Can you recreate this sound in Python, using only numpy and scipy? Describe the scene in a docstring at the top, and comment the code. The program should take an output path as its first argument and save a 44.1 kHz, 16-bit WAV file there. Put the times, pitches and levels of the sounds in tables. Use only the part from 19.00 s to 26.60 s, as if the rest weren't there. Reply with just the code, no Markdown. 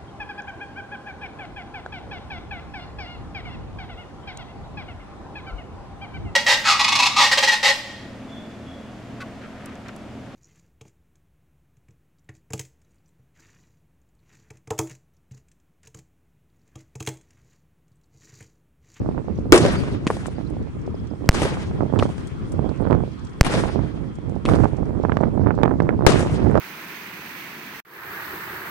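"""Gusty wind blows throughout, slapping a phone's two microphone ports on an open field at night, over a thin hiss.
Half a second in, a firework shell bursts overhead and overdrives the microphones; three more follow,
and lift charges thud in their tubes between them. Walls and trees send scattered echoes back.
Wind is noise and random eddies, harder on the right port; bursts are pressure pulses with a ringing boom;
launches are puffs ringing a tube; burning stars crackle as snaps of bright noise; faint chirps are narrow noise."""
import sys
import numpy as np
from scipy import signal
from scipy.fft import rfft, irfft
from scipy.io import wavfile
from scipy.ndimage import uniform_filter1d

SR = 44100
rng = np.random.default_rng(int(sys.argv[2]) if len(sys.argv) > 2 else 0)


def int16_out(signal):
    """Quantize to a 16-bit WAV file."""
    q = np.round(np.clip(np.atleast_2d(signal).T, -1, 1) * 32767)
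    wavfile.write(sys.argv[1], SR, q.astype(np.int16))


N = 335160


def undb(db):
    """Gain of a level in dB."""
    return 10 ** (np.asarray(db) / 20)


def unit(x):
    """Scale to rms 1."""
    return x / np.sqrt(np.mean(x ** 2))


def clock(length_s):
    """Sample times from zero, in seconds."""
    return np.arange(int(length_s * SR)) / SR


def low(x, hz, order=4):
    """Butterworth low-pass."""
    return signal.sosfilt(signal.butter(order, hz, fs=SR, output="sos"), x)


def band(x, lo_hz, hi_hz, order=2):
    """Butterworth band-pass."""
    edges = [lo_hz, min(hi_hz, .45 * SR)]
    return signal.sosfilt(signal.butter(order, edges, "band", fs=SR, output="sos"), x)


def ring(x, modes):
    """Sum of resonances."""
    return sum(undb(db) * band(x, hz - w / 2, hz + w / 2, order=1) for hz, w, db in modes)


def sides(pan_db):
    """Left and right gains for a level difference, left minus right."""
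    return undb(np.array([pan_db, -pan_db]) / 2)


def add(out, s, x):
    """Mix x into out from time s."""
    i = int(s * SR)
    n = min(x.shape[-1], N - i)
    out[:, i:i + n] += x[..., :n]


def walk(rate):
    """Random levels, drawn rate times a second, with straight glides between them."""
    k = int(SR / rate)
    held = np.repeat(rng.standard_normal(N // k + 1), k)
    return 1.02 * uniform_filter1d(held, k)[:N]


# spectrum of the night air across the field: (frequency [Hz], relative level [dB per Hz])
NIGHT_SPECTRUM = [(750, -3.5), (1100, 4.5), (1600, -8.5), (2300, -5), (2900, -28), (4000, -13), (5200, -21),
                  (9000, -26.5), (15000, -20)]
# hiss of the night and of far burning stars: (time [s], level [dB])
HISS_LEVELS = [(0, -53), (1.001, -56.5), (1.7, -52), (2.2, -53.5), (3.2, -49.5), (4.3, -51.5), (5.2, -53.5),
               (6.0, -53), (6.901, -54), (7.6, -48.5)]
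# a narrow flickering band, level relative to the rest of the hiss
SHIMMER_HZ, SHIMMER_WIDTH_HZ, SHIMMER_DB = 3266, 280, -13
SHIMMER_S, SHIMMER_FADE_S = 3.8, 1  # it is clearest then, and 1 dB down this far away


def night():
    """Hiss of the distant surroundings: third-octave steps of noise bands, each wavering by itself."""
    t = np.arange(N) / SR
    hz, db = np.transpose(NIGHT_SPECTRUM)
    hiss = 0
    for centre in 750 * 2 ** np.arange(0, 4.4, 1 / 3):
        level_db = np.interp(np.log(centre), np.log(hz), db)
        level_db = level_db + 10 * np.log10(centre)  # bands widen with frequency
        level_db = level_db + 0.5 * walk(2.1) + 3.1 * walk(30)
        noise = band(rng.standard_normal((2, N)), centre / 1.2, centre * 1.2)
        hiss = hiss + undb(level_db) * unit(noise)
    shimmer_db = SHIMMER_DB + 3.8 * walk(25) - ((t - SHIMMER_S) / SHIMMER_FADE_S) ** 2
    half_hz = SHIMMER_WIDTH_HZ / 2
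    shimmer = band(rng.standard_normal((2, N)), SHIMMER_HZ - half_hz, SHIMMER_HZ + half_hz)
    hiss = unit(hiss) + undb(shimmer_db) * unit(shimmer)
    return undb(np.interp(t, *np.transpose(HISS_LEVELS))) * unit(hiss)


# wind at the sheltered left port: (time [s], rumble level [dB])
WIND_LEFT_LEVELS = [(0.0, -20), (0.1, -32.5), (0.32, -30.5), (0.68, -23), (1.26, -32.5), (1.34, -25),
                    (1.38, -38), (1.6, -24.5), (1.66, -37), (1.82, -33), (1.88, -26.5), (2.1, -36.5),
                    (2.44, -25.5), (2.64, -31), (2.76, -23), (2.96, -39), (3.02, -27), (3.08, -30.5),
                    (3.34, -30), (3.62, -30.5), (3.8, -37.5), (3.94, -27.5), (4.14, -39), (4.56, -27),
                    (4.76, -33), (5.22, -34), (5.4, -39.5), (5.48, -21), (5.72, -32.5), (7.58, -24.5)]
# wind at the exposed right port: (time [s], rumble level [dB])
WIND_RIGHT_LEVELS = [(0.0, -21), (0.1, -21), (0.2, -23), (0.24, -30.5), (0.3, -19.5), (0.36, -34),
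                     (0.44, -27), (0.5, -24), (0.68, -20.5), (0.8, -22), (0.88, -24.5), (1.0, -27.5),
                     (1.08, -24), (1.16, -30), (1.3, -26.5), (1.34, -27), (1.5, -26), (1.6, -23.5),
                     (1.7, -27), (1.72, -44), (1.74, -30), (1.98, -26.5), (2.04, -24.5), (2.1, -28),
                     (2.44, -24.5), (2.64, -26.5), (2.72, -26), (2.82, -21), (2.88, -20.5), (2.94, -18.5),
                     (2.98, -17.5), (3.1, -23), (3.16, -39), (3.18, -28), (3.34, -31.5), (3.46, -26.5),
                     (3.66, -19.5), (3.76, -24), (3.919, -15), (4.12, -28.5), (4.36, -32), (4.66, -17),
                     (4.72, -21), (4.8, -20), (4.9, -28.5), (5.0, -24), (5.14, -30.5), (5.36, -22),
                     (5.44, -26), (5.5, -15), (5.56, -16.5), (5.6, -15), (5.655, -14.5), (5.72, -22),
                     (5.8, -22), (6.08, -18), (6.2, -17), (6.32, -21.5), (6.38, -18.5), (6.42, -20),
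                     (6.48, -14.5), (6.56, -21.5), (6.659, -14), (6.78, -23), (6.9, -16.5), (6.96, -21),
                     (7.16, -15.5), (7.32, -24), (7.38, -17), (7.52, -17), (7.58, -13)]
# strong eddies slapping the right port: (time [s], peak [dB], swing scale [Hz], low-pass edge [Hz])
WIND_SLAPS = [(0.0482, -22, 650, 700), (0.061, -11, 280, 1200), (0.0891, -6.5, 330, 970),
              (0.112, -21, 650, 900), (0.1784, -14, 630, 1390), (0.1972, -28, 380, 900),
              (0.2167, -24, 290, 1000), (0.2448, -25, 500, 750), (0.283, -15.5, 650, 1030),
              (0.2955, -24, 650, 704), (0.3874, -11.5, 280, 700), (0.4567, -21, 600, 700),
              (0.4675, -19, 300, 696), (0.836, -17.5, 650, 1900), (0.8762, -23, 330, 850),
              (0.884, -16.5, 290, 1000), (0.948, -21.5, 530, 1350), (1.054, -34, 320, 800),
              (1.2829, -13.5, 280, 1000), (1.383, -16.5, 650, 910), (1.3913, -23, 650, 950),
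              (1.411, -20, 610, 900), (1.5072, -21, 450, 750), (1.5672, -18, 610, 796),
              (1.6722, -20.5, 317, 750), (1.7668, -22, 283, 850), (1.877, -16, 650, 715),
              (1.9434, -20, 650, 705), (2.1132, -17, 320, 800), (2.1361, -20, 650, 695),
              (2.159, -27, 280, 1100), (2.21, -23, 350, 750), (2.2207, -23, 650, 800),
              (2.2425, -14, 280, 910), (2.26, -24, 650, 750), (2.401, -26, 650, 1850),
              (2.5712, -17, 650, 1530), (2.6777, -33, 330, 1250), (2.7126, -18, 300, 1550),
              (2.777, -29, 340, 1300), (2.789, -17, 280, 1000), (2.8072, -4.5, 280, 1460),
              (2.8239, -7, 290, 1000), (2.8319, -9, 650, 700), (2.862, -17, 646, 750),
              (2.9259, -9.5, 280, 1050), (2.937, -2, 282, 980), (2.9601, -8.5, 330, 1710),
              (2.9759, -13.5, 650, 950), (3.054, -6, 290, 900), (3.0596, -17.5, 650, 1800),
              (3.1, -18.0, 440, 1100), (3.526, -27, 650, 1900), (3.54, -19.5, 500, 750),
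              (3.5836, -21, 380, 900), (3.5921, -8, 430, 985), (3.644, -12, 320, 955),
              (3.661, -13, 327, 800), (3.665, -13.5, 300, 950), (3.6921, -15.5, 360, 1250),
              (3.714, -15, 650, 700), (3.721, -21, 440, 1000), (3.822, -13, 520, 800),
              (3.8524, -9.5, 350, 1450), (3.8654, -12, 350, 1550), (3.8718, -9, 390, 1650),
              (3.9024, -7, 390, 1120), (3.9094, -3, 490, 1150), (3.9201, -0.5, 280, 1250),
              (3.9282, -2, 280, 1800), (3.9506, -10.5, 650, 805), (3.9875, -16, 320, 900),
              (4.005, -17, 650, 1200), (4.0362, -13, 650, 750), (4.077, -18, 310, 800),
              (4.6371, -7, 650, 1250), (4.657, -15, 650, 1350), (4.698, -15, 400, 1350),
              (4.7492, -16, 650, 700), (4.7583, -8, 400, 900), (4.7665, -18, 280, 900),
              (4.7915, -14.5, 500, 1300), (4.8362, -20, 420, 1300), (4.976, -22.5, 280, 1250),
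              (5.186, -21, 437, 820), (5.2772, -35, 646, 795), (5.3216, -18.5, 525, 735),
              (5.3626, -15, 650, 805), (5.5094, -16, 280, 1710), (5.5162, -15, 530, 1200),
              (5.5433, -9, 500, 900), (5.56, -9, 560, 1010), (5.6053, -3.5, 280, 800),
              (5.638, -4, 380, 1190), (5.6556, -3.5, 600, 1320), (5.6837, -23, 280, 1400),
              (5.733, -16, 630, 750), (5.7457, -20, 536, 880), (5.7857, -13, 358, 785),
              (5.8029, -24, 280, 950), (5.8301, -12.5, 337, 1150), (5.931, -19, 440, 700),
              (5.9993, -9.5, 423, 696), (6.037, -9.5, 650, 1060), (6.0504, -2.5, 468, 1650),
              (6.0852, -15, 650, 960), (6.0957, -4, 280, 1750), (6.1198, -5, 420, 2400),
              (6.137, -21, 400, 1090), (6.156, -21, 400, 1300), (6.1698, -1, 280, 2220),
              (6.2052, -13, 500, 1490), (6.2093, -2.5, 280, 1090), (6.217, -14, 450, 1300),
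              (6.2278, -13, 400, 1710), (6.2339, -3, 500, 1070), (6.2375, -8.5, 650, 2100),
              (6.2835, -12.5, 393, 705), (6.3526, -14.0, 280, 700), (6.3764, -10, 650, 1060),
              (6.3952, -7.5, 280, 706), (6.4633, -6, 320, 1400), (6.4702, -4.5, 540, 1600),
              (6.5068, -2, 390, 1780), (6.516, -14, 280, 1250), (6.544, -17, 450, 1300),
              (6.578, -10, 530, 1190), (6.588, -8, 500, 1490), (6.633, 3, 450, 2300),
              (6.6441, -7, 650, 910), (6.653, -9, 390, 2330), (6.6577, -4.5, 640, 1250),
              (6.6784, -5.5, 650, 1500), (6.694, -13, 398, 1500), (6.7097, -11, 500, 1710),
              (6.7135, -6, 330, 1490), (6.7217, -13, 390, 800), (6.739, -17, 500, 1500),
              (6.7562, -11, 280, 700), (6.8023, -1.5, 380, 2080), (6.8207, -5, 282, 1060),
              (6.845, -12, 280, 700), (6.8688, -15, 470, 1350), (6.891, -3, 540, 2300),
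              (6.9063, -13.5, 500, 1800), (6.928, -20, 500, 1300), (6.9915, -8.5, 282, 1000),
              (7.0083, -8, 330, 1390), (7.0227, -9, 650, 1250), (7.0355, -8, 282, 850),
              (7.0504, -5.5, 390, 1400), (7.1426, -3, 280, 1440), (7.232, -10, 320, 1300),
              (7.2505, -16, 650, 1490), (7.2621, -10, 650, 950), (7.2712, -16, 650, 1650),
              (7.3336, -29, 410, 1300), (7.472, -12, 650, 850), (7.5142, -16, 650, 1700),
              (7.5441, -9, 400, 1700), (7.5537, -0.5, 660, 1200), (7.5555, -4, 660, 1430),
              (7.5627, -6.5, 500, 1000), (7.566, -7, 650, 1600), (7.576, -0.5, 290, 1620),
              (7.582, -7, 650, 1100)]
SLAP_PAN_DB = -35.5  # left minus right
# flutter grows faster than rumble: its level at a rumble of GUST_DB, and dB gained per dB of rumble
FLUTTER_DB, FLUTTER_SLOPE = [-39, -31], [1.7, 2.15]  # left, right
GUST_DB, FULL_DB = -20, -13.5  # above FULL_DB of rumble the flutter grows no more


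def wind():
    """Turbulence knocks each port on its own: rolling rumble, eddy flutter sharper in gusts, and slaps."""
    t = np.arange(N) / SR
    ports = (WIND_LEFT_LEVELS, WIND_RIGHT_LEVELS)
    gust_db = np.array([np.interp(t, *np.transpose(port)) for port in ports])
    excess_db = np.minimum(gust_db, FULL_DB) - GUST_DB
    flutter = undb(np.c_[FLUTTER_DB] + np.c_[FLUTTER_SLOPE] * excess_db)
    rumble_db = gust_db + np.array([walk(4.7), walk(14)])  # the rumble rolls in lumps
    # quick lumps shared by rumble and flutter
    buffet = 1.67 * np.tanh(np.array([walk(35), walk(35)]) / 1.3)

    churn = rng.standard_normal((2, N)) * undb(3.35 * buffet)
    rumble = band(churn, 46, 152.4, order=1) + 0.2 * band(churn, 8.7, 49, order=1)
    rumble = low(rumble, 408)

    strikes = rng.random((2, N)) < 700 / SR  # about 700 small eddies a second at each port
    eddies = strikes * rng.standard_normal((2, N)) * undb(1.2 * rng.exponential(size=(2, N)))
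    eddies = eddies * undb(3.5 * buffet)
    soft = low(band(eddies, 140, 556, order=1), 1022)
    sharp = low(band(eddies, 630, 1500, order=1), 1560)
    bite = np.minimum(flutter / undb(-18), 1) ** .5
    out = undb(rumble_db) * unit(rumble) + flutter * (unit(soft) + 0.3 * bite * unit(sharp))

    t = clock(.02)
    for s, db, hz, edge_hz in WIND_SLAPS:
        # a steep dip, then one slower swing back and a short rough wake
        swing = -np.sin(2 * np.pi * np.sqrt(0.83 * hz * t)) * np.exp(-t * hz / 0.75)
        wake = rng.standard_normal(len(t)) * np.exp(-t / 0.0037)
        slap = low(swing, edge_hz) + 0.78 * low(wake, 0.69 * edge_hz)
        add(out, s, undb([[db + SLAP_PAN_DB], [db]]) * slap / np.abs(slap).max())
    return out


# faint short chirps high up: (time of the middle [s], level [dB], frequency [Hz], swell time [s])
CHIRPS = [(0.358, -64, 5970, 0.0092), (0.787, -45.5, 4650, 0.028), (1.363, -60, 4550, 0.0087),
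          (1.468, -57, 4080, .006), (1.953, -58, 5050, 0.005), (2, -60, 5000, .005),
          (2.108, -60, 5050, 0.005), (2.155, -63, 5050, 0.0034)]


def peeps():
    """Each chirp is a breathy narrow band of noise that swells and fades."""
    out = np.zeros((2, N))
    for s, db, hz, swell_s in CHIRPS:
        t = np.arange(-3 * swell_s, 3 * swell_s, 1 / SR)
        breath = unit(band(rng.standard_normal((2, len(t))), .96 * hz, 1.04 * hz))
        add(out, s - 3 * swell_s, undb(db) * breath * np.exp(-(t / swell_s) ** 2))
    return out


def rings(echoes, rise_s, t):
    """Each reflecting face sends back a short rough burst with its own tone."""
    out = np.zeros(len(t))
    for delay, _, hz, db in echoes:
        late = np.maximum(t - delay, 0)
        rough = low(band(rng.standard_normal(len(t)), .25 * hz, 1.5 * hz), 1.6 * hz)
        tone = np.sin(2 * np.pi * hz * late) + 1.1 * unit(rough)
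        out += undb(db) * tone * late / rise_s * np.exp(1 - late / rise_s)
    return out


# diffuse return from the surroundings:
# (band centre [Hz], level [dB], time to fall 60 dB [s], left minus right [dB])
FIELD_BANDS = [(200, 2.5, 0.65, 1), (400, -0.5, 1.37, -0.5), (800, -4.5, 1.19, 0.5), (1540, -5.5, 1.27, 0),
               (2660, -7.5, 1.12, 3), (4200, -9.5, 1.02, 2), (7240, -12, 0.82, 3), (10300, -7, 0.77, 4.5),
               (14000, -16.5, 0.46, 1)]


def field(echoes, rise_s, smear_s):
    """Scattered return of one bang: a lumpy wash dying band by band, with bunched echoes on top."""
    t = clock(1.8)
    bunches = sum(undb(db) * (t > d) * np.exp(-np.abs(t - d) / smear_s) for d, db, *_ in echoes)
    shape = (1 - np.exp(-(t / rise_s) ** 2) + bunches) * undb(2.0 * walk(45.6)[:len(t)])
    # part of the return comes from one side and reaches the ports 7 samples apart
    common, own = rng.standard_normal(len(t)), rng.standard_normal((2, len(t)))
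    noise = rfft(np.array([common, np.roll(common, 7)]) + 1.36 * own)
    log_hz = np.log(np.fft.rfftfreq(len(t), 1 / SR) + 1)
    centres = np.log([30] + [row[0] for row in FIELD_BANDS] + [SR / 2])
    wash = 0
    for k, (_, db, t60, pan_db) in enumerate(FIELD_BANDS):
        # overlapping triangles share the spectrum evenly
        share = np.interp(log_hz, centres[k:k + 3], [0, 1, 0])
        decay = undb(db - 60 * t / t60 + 3.0 * walk(40.6)[:len(t)])
        wash = wash + decay * sides(pan_db)[:, None] * unit(irfft(noise * share, len(t)))
    return shape * wash


# shells bursting overhead: (time [s], boom left [dB], boom right [dB],
# suction factor left, suction factor right, echo level [dB])
SHELL_BURSTS = [(0.5224, 8, 8.5, 0.17, 0.42, -26.5), (2.2907, -47, -50, 2.5, 2, -28.5),
                (4.4106, -54, -20, 2, 2.43, -28.5), (7.0655, 5, -10, -0.4, 1.4, -29.5)]
# returns from walls and trees: (delay [s], bunch in the wash [dB], ring [Hz], ring level [dB])
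SHELL_ECHOES = [(.020, 7.5, 831, -5), (.0285, 1.5, 940, -24), (.036, 1, 860, -22), (.054, -1, 1090, 0),
                (.108, -23, 900, -10), (.128, 2, 558, 8.5), (.14, 5, 695, 0), (.16, -1.5, 522, 2.5),
                (.23, -7, 487, -2)]
# resonances of the boom: (frequency [Hz], width [Hz], level [dB])
BOOM_MODES = [(129.4, 240, -6), (341, 95, 17), (1120, 83, -4), (1360, 72, -17)]


def bursts():
    """Crack, a short push of pressure and a long suction; a ringing boom; the field answers."""
    out, t = np.zeros((2, N)), clock(.4)
    push_s = .0024
    after = np.maximum(t - push_s, 0)
    wiggle = np.array([[1], [.4]]) * np.cos(2 * np.pi * 6500 * (t - .00012))  # left, right
    crack = 0.93 * (t < .00008) - (t > .0001) * (t < .0004) * (0.89 + wiggle)
    push = (t > .0004) * (t < push_s) * (.8 + 5 * np.exp(-t / .00035))
    release = .8 * (t >= push_s) * np.exp(-after / .002)
    pull = (1 - np.exp(-after / .009)) * np.exp(-after / .025)
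    for s, boom_l, boom_r, suck_l, suck_r, echo_db in SHELL_BURSTS:
        common = rng.standard_normal(len(t))
        noise = np.array([common, np.roll(common, 6)]) + .5 * rng.standard_normal((2, len(t)))
        boom = ring(noise, BOOM_MODES)
        boom = boom / np.std(boom) * (2.23 * np.exp(-t / 0.003) + 0.23 * np.exp(-t / 0.038))
        pressure = crack + push + release - np.array([[suck_l], [suck_r]]) * pull
        add(out, s, pressure + undb([[boom_l], [boom_r]]) * boom)
        add(out, s, undb(echo_db) * rings(SHELL_ECHOES, 0.003, t)[None])
        add(out, s, undb(echo_db) * field(SHELL_ECHOES, rise_s=0.068, smear_s=0.0074))
    return out


# the clearer snaps of crackling stars: (time [s], peak [dB], centre [Hz], left minus right [dB])
STAR_SNAPS = [(1.266, -30, 8900, 7), (1.5, -47, 9670, 12), (1.7928, -50, 4200, -0.5),
              (1.8642, -43.5, 4770, -1), (2.0712, -46, 5000, -2), (2.2578, -46, 4130, 0.0),
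              (3.272, -36, 8800, 9), (3.5197, -32.5, 8550, 9), (3.691, -41, 3950, -4),
              (3.9205, -50, 4180, -6), (4.133, -48, 4430, 5), (4.1934, -42, 4520, 2),
              (4.2487, -43, 6780, -1), (4.2697, -41, 4510, 0), (.5585, -15.5, 7440, 8.5),
              (.5775, -14.5, 6000, 9.5), (5.1545, -45, 6410, 8), (5.2939, -47, 7010, 6),
              (5.5553, -39.5, 5400, -13), (5.601, -44, 5800, 3), (5.767, -46, 5620, 6),
              (6.031, -46, 4200, -2), (6.6323, -53, 4430, -17), (6.8219, -45.5, 4580, -4.5),
              (7.3994, -45, 4090, -8), (7.5098, -44, 9500, 5), (7.5732, -42, 4070, -13)]
FAINT_PER_S, FAINT_DB, FAINT_HZ = 4, -49.5, 5000  # fainter snaps: rate, middle peak and middle centre


def crackles():
    """Tiny bright snaps of burning stars, over a random scatter of fainter ones."""
    out, t = np.zeros((2, N)), clock(.06)
    when, size, tone, side = rng.random((int(FAINT_PER_S * N / SR), 4)).T
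    faint_db = FAINT_DB + 6 * (size - .5)
    faint_hz = FAINT_HZ * (.8 + .4 * tone)
    faint = zip(when * N / SR, faint_db, faint_hz, 8 * (side - .5))
    for s, db, hz, pan_db in [*STAR_SNAPS, *faint]:
        snap = band(rng.standard_normal((2, len(t))) * np.exp(-t / .006), .7 * hz, 1.45 * hz)
        add(out, s, undb(db) * sides(pan_db)[:, None] * snap / np.abs(snap).max())
    return out


# lift charges in the tubes: (time [s], peak of the direct shot [dB], wash level [dB])
LIFT_CHARGES = [(1.068, -7.5, -41), (2.9905, -9.5, -44.5), (5.4537, -10, -43)]
# returns from near walls: (delay [s], bunch in the wash [dB], ring [Hz], ring level [dB])
LIFT_ECHOES = [(.0055, 6, 2570, -17.5), (.0345, 10, 1140, -10), (.0352, -10, 420, -8.5),
               (.042, 10, 920, -20), (.10, 3.5, 900, -27), (.19, 9, 1000, -27)]
# resonances of a tube: (frequency [Hz], width [Hz], level [dB])
TUBE_MODES = [(283, 170, 4), (1040, 180, -1), (2500, 470, -7.5)]


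def launches():
    """A dull puff rings the tube, comes back from near walls and washes out."""
    out, t = np.zeros((2, N)), clock(.3)
    for s, peak_db, wash_db in LIFT_CHARGES:
        puff = (rng.standard_normal(len(t)) - 1.2) * np.exp(-t / .0016)
        shot = ring(puff, TUBE_MODES)
        near = shot / np.abs(shot).max() + rings(LIFT_ECHOES, 0.001, t)
        add(out, s, undb(peak_db) * near[None])
        add(out, s, undb(wash_db) * field(LIFT_ECHOES, rise_s=0.0016, smear_s=0.0023))
    return out


def scene():
    """All sources at the two ports."""
    return night() + wind() + peeps() + bursts() + crackles() + launches()


# colour of the microphone ports: (frequency [Hz], level [dB])
PORT_COLOUR = [(20, 0), (9400, 0), (10200, -11), (13000, -20), (16000, -28), (20000, -32)]
# the pinned diaphragm ticks as it comes free: (time after a burst [s], peak [dB])
UNSTICK_TICKS = [(0.0204, -19.5), (0.0282, -19.5)]
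TOP_HZ = 16400  # top cut


def record(dry):
    """Capsules hit their stops and go deaf under a blast; ports dull the top; bass cut, clipping, top cut."""
    slow = low(dry, 120, order=1)
    # the slow pressure drives the diaphragm to its stop, where it no longer follows quick sound
    strain = 1 + np.abs(slow / np.where(slow > 0, 1.2, .5)) ** 8
    capsule = slow / strain ** (1 / 8) + (dry - slow) / strain ** (9 / 8)
    tick = np.exp(-np.arange(200) / SR / .0006)
    for s, _, _, *suction, _ in SHELL_BURSTS:
        pinned = np.c_[suction] > 1  # only strong suction pins a port's diaphragm
        for delay, tick_db in UNSTICK_TICKS:
            add(capsule, s + delay, -undb(tick_db) * pinned * tick)
    hz, db = np.transpose(PORT_COLOUR)
    log_hz = np.log(np.fft.rfftfreq(2 * N, 1 / SR) + 1)
    colour = undb(np.interp(log_hz, np.log(hz), db))
    coloured = irfft(rfft(capsule, 2 * N) * colour)[:, :N]
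    coupled = signal.sosfilt(signal.butter(1, 52, "high", fs=SR, output="sos"), coloured)
    clipped = np.clip(1.3 * coupled, -1, 1)
    return signal.sosfilt(signal.ellip(8, .2, 40, TOP_HZ, fs=SR, output="sos"), clipped)


dry = scene()
out = record(dry)
int16_out(out)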